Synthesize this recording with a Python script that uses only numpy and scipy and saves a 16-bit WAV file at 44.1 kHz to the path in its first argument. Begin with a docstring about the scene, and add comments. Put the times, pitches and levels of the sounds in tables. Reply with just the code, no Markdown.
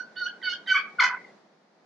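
"""Wild turkey in a snowy yard

A turkey yelps five times, growing louder. Its syrinx is the source, its throat and beak the filter.
The first yelps are thin whistles with a burr of period doubling; the last two break downward into
a harsh rasp. Walls return short echoes and bushes scatter the call over a faint, distant rumble."""
import sys
import numpy as np
from scipy import signal
from scipy.fft import rfft, irfft
from scipy.io import wavfile
from scipy.ndimage import uniform_filter1d

SR = 44100
rng = np.random.default_rng(int(sys.argv[2]) if len(sys.argv) > 2 else 0)


def file_out(sig):
    """Save sig as 16-bit WAV at sys.argv[1]."""
    # one column per channel
    cols = np.atleast_2d(sig).T
    # limit, then scale
    lim = np.clip(cols, -1, 1)
    pcm = np.round(lim * 32767).astype(np.int16)
    wavfile.write(sys.argv[1], SR, pcm)


N = 81585
LEAD_IN = SR // 10   # the first yelp is already under way at time zero
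TIME = np.arange(-LEAD_IN, N) / SR
LENGTH = len(TIME)


def syrinx(curve):
    """Period doubling: a nonlinear oscillator adds half and quarter orders to its harmonic series."""
    # subharmonic gains: t/s, order 1.5/dB, odd quarter orders/dB
    doubling = [(.26, -23, -23.5), (.46, -2, -16.5), (.53, -13.5, -23.5), (.7, -3, -11), (.77, 3.5, -13),
                (1.0, 2, -23)]
    jitter_depth, jitter_hz = .033, 160   # of the pitch; depths hold at full roughness
    flutter_depth, flutter_hz = .92, 110   # of each partial
    stutter_db, stutter_hz = 8, 140   # of the whole voice
    overtone_flutter, quarter_flutter = .25, .27   # independent of roughness
    hiss_db, undertone_db = -17, 7.5
    treble_ramp_hz, top_ramp_hz = (2800, 3710), (4337, 6000)
    attack_s, release_s = .0018, .0053
    pitch, level_db, second_db, treble_db, top_db, subharmonic_db, rough = in_time(curve)
    low_half_db, quarter_db = in_time(doubling)
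    before, after = np.minimum(TIME - curve[0][0], 0), np.maximum(TIME - curve[-1][0], 0)
    gate = np.exp(-(before / attack_s) ** 2 - after / release_s)
    phase = 2 * np.pi * np.cumsum(pitch * (1 + jitter_depth * rough * drift(jitter_hz))) / SR
    voice = from_db(hiss_db) * rough * rng.standard_normal(LENGTH) * (1 + np.cos(phase))   # pulsed air
    for order in np.arange(2, 33) / 4:
        hz = order * pitch
        db = treble_db * np.interp(hz, treble_ramp_hz, (0, 1)) + second_db * (order == 2)
        db += top_db * np.interp(hz, top_ramp_hz, (0, 1))
        flutter = flutter_depth * rough + overtone_flutter * np.clip(order - 1, 0, 1)
        if order % 1:   # between the harmonics
            db += subharmonic_db + low_half_db * (order == 1.5)
        if order % .5:   # odd quarter orders
            db += quarter_db
            flutter = quarter_flutter
        if order < 1:   # undertones vanish in a clean yelp
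            db += undertone_db + 40 * np.log10(np.clip(2 * rough, .01, 1))
        angle = order * phase + rng.uniform(0, 2 * np.pi)
        in_phase = (1 + flutter * drift(flutter_hz)) * np.sin(angle)
        quadrature = flutter * drift(flutter_hz) * np.cos(angle)
        voice += from_db(db) * (in_phase + quadrature) / np.sqrt(1 + 2 * flutter ** 2)
    return gate * from_db(level_db + stutter_db * rough * np.tanh(drift(stutter_hz))) * voice


def yelps():
    """Self-sustained oscillation in two registers; in the fourth yelp the low one overlaps the high."""
    # one curve per voiced stretch: t/s, pitch f/Hz, source level/dB, second harmonic/dB,
    # treble/dB, top/dB, subharmonics/dB, roughness (0-1)
    curves = [
        [(-.05, 1441, -45, -10.5, 1.5, -27, -21, 0), (0, 1452, -33.5, -8, -7.5, 7.5, -16, .05),
         (.012, 1550, -33, -20, -18, -23, -27.5, .15), (.034, 1512, -66, -17, 1, 0, -23.5, .15)],
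        [(.158, 1506, -55, 3, -4, -12, -21, .02), (.17, 1474, -36, 4, 9.5, -40.5, -9.5, .06),
         (.198, 1513, -36.5, -0.5, 3.5, -10, -3, .05), (.23, 1436, -24.5, -30, -4.5, -19, -19.5, .04),
         (.25, 1456, -34.5, -12, 4, 3, -18.5, .09), (.265, 1456, -32, 15, -4, -8, -5.5, .1),
         (.276, 1547, -32.5, 5, -20.5, -8, -9.5, .2), (.284, 1662, -35.5, 2, -18, -16, -11.5, .15)],
        [(.429, 1590, -38.5, 16, -8, -35, -16, .1), (.436, 1508, -35.5, 2.5, 5.5, -27, -20, .12),
         (.458, 1500, -33, 8.5, 10.5, -22.5, -6, .03), (.477, 1479, -24.5, -4, -8, -20.5, -3.5, .1),
         (.5, 1432, -31.5, 7.5, 2, 0.5, -6, .02), (.52, 1454, -39.5, 17, 9, -5.5, 5.5, .03),
         (.528, 1512, -37.5, 14, 0.5, -3.5, -6.5, .06), (.538, 1626, -35, 9.5, -3.5, -13.5, -11.5, 0)],
        [(.675, 1579, -40, 9.5, 4.5, -6, -17.5, .3), (.682, 1526, -30.5, 4.5, 8, -14, -19.5, .1),
         (.7, 1528, -28.5, 14, -2, -9.5, 7.5, .08), (.724, 1512, -13.5, -1.5, -20, 9, -17.5, .04),
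         (.737, 1505, -33, 5.5, -2, 4, -7.5, .2), (.757, 1515, -24, -1, -2.5, -8, -24.5, .3),
         (.778, 1639, -29, 13, -13, -13, -13.5, .25)],
        [(.742, 1257, -28.5, -8.5, -18, -8.5, -22, .1), (.747, 1180, -23.5, -1.5, -20, -6.5, -16.5, .12),
         (.757, 1112, -24, 11, -8, 3.5, -13, .05), (.768, 1115, -24.5, 6.5, -9, -5.5, -7, .2),
         (.78, 1264, -30.5, 6, -8.5, -14.5, -18, .35), (.802, 1245, -40.5, -3.5, -14.5, -11, -16.5, .35)],
        [(.987, 1470, -31, -11.5, -27.5, -14, -27, .11), (.993, 1466, -18, -15, -37.5, -19, -11.5, .09),
         (.999, 1128, -22, 9.5, 7.5, -33, -33.5, .06), (1.007, 1013, -20.5, 5, 5.5, -3, -7.5, .4),
         (1.018, 962.7, -25, 0, -11.5, 9, -3, 0.5), (1.031, 1029, -23, -4.5, -16.5, -0.5, -3.5, 0.7),
         (1.04, 997.3, -23, 0.5, -0.5, 7, -1.5, 0.42), (1.051, 972.5, -23.5, 2.5, -11.5, 6, 0, 0.6),
         (1.06, 1032, -36.5, 17, -27.5, -5.5, 1, .6), (1.071, 1054, -32.5, -1.5, -25.5, -8, 3, .6)],
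    ]
    return sum(syrinx(curve) for curve in curves)


def squeaks():
    """Biphonation: a second, higher vibration of the syrinx beats against the three middle yelps."""
    # glides: start t/s, end t/s, first f/Hz, last f/Hz, first source level/dB, last source level/dB
    glides = [(0.154, 0.21, 1773, 1860, -52, -45.5), (0.417, 0.457, 1899, 1809, -46.5, -39.5),
              (0.665, 0.697, 1925, 1957, -35, -40)]
    # timbre: second harmonic/dB, treble/dB, top/dB, subharmonics/dB, roughness (0-1)
    timbre = (3, -1.5, -19, -29.5, .65)
    return sum(syrinx([(start, first_hz, first_db, *timbre), (end, last_hz, last_db, *timbre)])
               for start, end, first_hz, last_hz, first_db, last_db in glides)


def throat(source):
    """Source-filter principle: the resonances of throat and beak weight the spectrum of the voice."""
    # vocal tract response: f/Hz, gain/dB
    response = [(250, -68), (450, -45), (750, -10), (1000, -5.5), (1250, 0), (1500, 2), (1780, -4),
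                (2050, 0), (2300, -4), (2620, -15.5), (2780, -18.5), (2950, -8.5), (3150, -8), (3600, -13),
                (3800, -14), (3990, -30.5), (4150, -14.5), (4300, -9), (4550, -8), (4800, -20),
                (5000, -12.5), (5500, -20), (5850, -18.5), (7000, -29), (7300, -39.5), (7700, -29.5),
                (8300, -65), (9500, -75)]
    hz = np.fft.rfftfreq(2 * LENGTH, 1 / SR)
    return irfft(rfft(source, 2 * LENGTH) * from_db(at_hz(response, hz)))[:LENGTH]


def direct_sound(call):
    """Directivity: the call shifts from right to left as the head turns."""
    # balance: t/s, left minus right level/dB
    beak_pan = [(0, -10), (.2, -4), (.47, -5.5), (.71, -4), (.77, -1.5), (1.0, 3), (1.06, 1.5)]
    pan_db, = in_time(beak_pan)
    return pan(pan_db) * call


def wall_echoes(call):
    """Reflection: walls return delayed, band-limited copies, most of them louder once the bird turns."""
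    # paths: delay t/s, level/dB, lowest f/Hz, highest f/Hz, left minus right/dB, gain after the turn/dB
    paths = [(0.019, -12, 700, 7000, -12, 2.5), (0.033, -11, 700, 6000, 9, -1),
             (0.044, -20.5, 700, 5630, -8.5, 8.5), (0.066, -28.5, 700, 2800, 4, 5.5),
             (.102, -18, 750, 1592, -2, 9.5), (0.128, -31, 815, 1562, -14, 0.5),
             (.243, -41.5, 1853, 2118, 3.5, 13.5), (.17, -41, 1851, 2200, 4.5, 14.5)]
    turn_s = .81
    turned = TIME > turn_s
    echoes = 0
    for delay, db, low_hz, high_hz, pan_db, turn_db in paths:
        band = signal.butter(2, np.sort([low_hz, high_hz]), "band", fs=SR, output="sos")
        reflected = signal.sosfilt(band, call * from_db(db + turn_db * turned))
        echoes += pan(pan_db) * np.interp(TIME - delay, TIME, reflected, left=0)
    return echoes


def bush_scatter(call):
    """Diffuse scattering: bushes and snow add a tail that decays exponentially, the treble first."""
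    # tail: f/Hz, level/dB, 60 dB decay time t/s, left-right correlation
    tail = [(700, -7, 0.4, 0.74), (1413, -12.5, 0.31, 0.54), (2100, -8.5, 0.38, 0.26), (3140, -14, 0.3, .1),
            (4460, 3, 0.14, .1), (7940, -3.5, 0.089, 0.091)]
    delay_s, build_s = .0042, .014
    age = np.maximum(TIME - TIME[0] - delay_s, 0)
    edges_hz = np.geomspace(450, 10000, 10)
    response = 0
    for low, high in zip(edges_hz, edges_hz[1:]):
        hz = np.sqrt(low * high)
        envelope = (1 - np.exp(-age / build_s)) * from_db(-60 * age / at_hz(tail, hz, column=2))
        noise = rng.standard_normal((2, LENGTH)) * envelope / np.sqrt(np.sum(envelope ** 2))
        mid, side = signal.sosfilt(signal.butter(2, [low, high], "band", fs=SR, output="sos"), noise)
        response += from_db(at_hz(tail, hz)) * widen(mid, side, at_hz(tail, hz, column=3))
    return signal.fftconvolve(call[None], response, axes=1)[:, :LENGTH]


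def rumble():
    """Spectrally shaped noise: a faint, distant background that sinks after the last yelp."""
    # spectral density: f/Hz, relative level/dB
    spectrum = [(25, 3), (60, -8.5), (100, -23.5), (130, -12), (155, -5.5), (210, 0), (270, -5),
                (400, -3.5), (750, -4), (1100, -10.5), (2000, -14), (2800, -22.5), (4500, -20),
                (6500, -27.5), (8500, -42), (12500, -44.5)]
    # envelope: t/s, level/dB
    envelope = [(0, -55), (.6, -53.5), (1.0, -53), (1.28, -53.5), (1.5, -60.5), (1.7, -62.5), (1.85, -60.5)]
    # stereo coherence: f/Hz, left-right correlation
    coherence = [(60, 0.6), (200, .94), (1000, 0.45), (3000, 0.068), (8000, 0.057)]
    hz = np.fft.rfftfreq(LENGTH, 1 / SR)
    mid, side = rfft(rng.standard_normal((2, LENGTH))) * from_db(at_hz(spectrum, hz))
    level_db, = in_time(envelope)
    return from_db(level_db) * unit_rms(irfft(widen(mid, side, at_hz(coherence, hz)), LENGTH))


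def from_db(db):
    """Amplitude ratio of a level in decibels."""
    return 10 ** (np.asarray(db) / 20)


def unit_rms(x):
    """Normalisation to unit mean power."""
    return x / np.sqrt(np.mean(x ** 2) + 1e-20)


def in_time(rows):
    """Linear interpolation of each column in time, with corners rounded over 4 ms."""
    times, *columns = np.transpose(rows)
    return [uniform_filter1d(np.interp(TIME, times, values), size=SR // 250) for values in columns]


def at_hz(rows, hz, column=1):
    """Interpolation of one column on a logarithmic frequency scale."""
    table = np.array(rows)
    return np.interp(np.log(np.maximum(hz, 1)), np.log(table[:, 0]), table[:, column])


def drift(rate_hz):
    """Low-pass filtered noise: smooth random motion of unit rms."""
    pole = np.exp(-2 * np.pi * rate_hz / SR)
    motion = signal.lfilter([1], [1, -2 * pole, pole * pole], rng.standard_normal(2 * LENGTH))
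    return unit_rms(motion[LENGTH:])


def pan(db):
    """Left and right gains for an interchannel level difference."""
    return from_db(np.array([db / 2, -db / 2]).reshape(2, -1))


def widen(mid, side, correlation):
    """Sum and difference of two independent noises give a stereo pair of the given correlation."""
    common, opposed = np.sqrt(1 + correlation) * mid, np.sqrt(1 - correlation) * side
    return np.array([common + opposed, common - opposed]) / np.sqrt(2)


def scene():
    """Superposition of the direct call, its reflections and the background."""
    call = throat(yelps() + squeaks())
    return (direct_sound(call) + wall_echoes(call) + bush_scatter(call) + rumble())[:, LEAD_IN:]


def record(dry):
    """Band limiting: the microphone's wind filter cuts the deep bass, a steep low-pass the top."""
    wind_cut_hz, stopband_hz = 144, 13000
    dry = signal.sosfilt(signal.butter(4, wind_cut_hz, "high", fs=SR, output="sos"), dry)
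    return signal.sosfilt(signal.cheby2(12, 70, stopband_hz, fs=SR, output="sos"), dry)


dry = scene()
out = record(dry)
file_out(out)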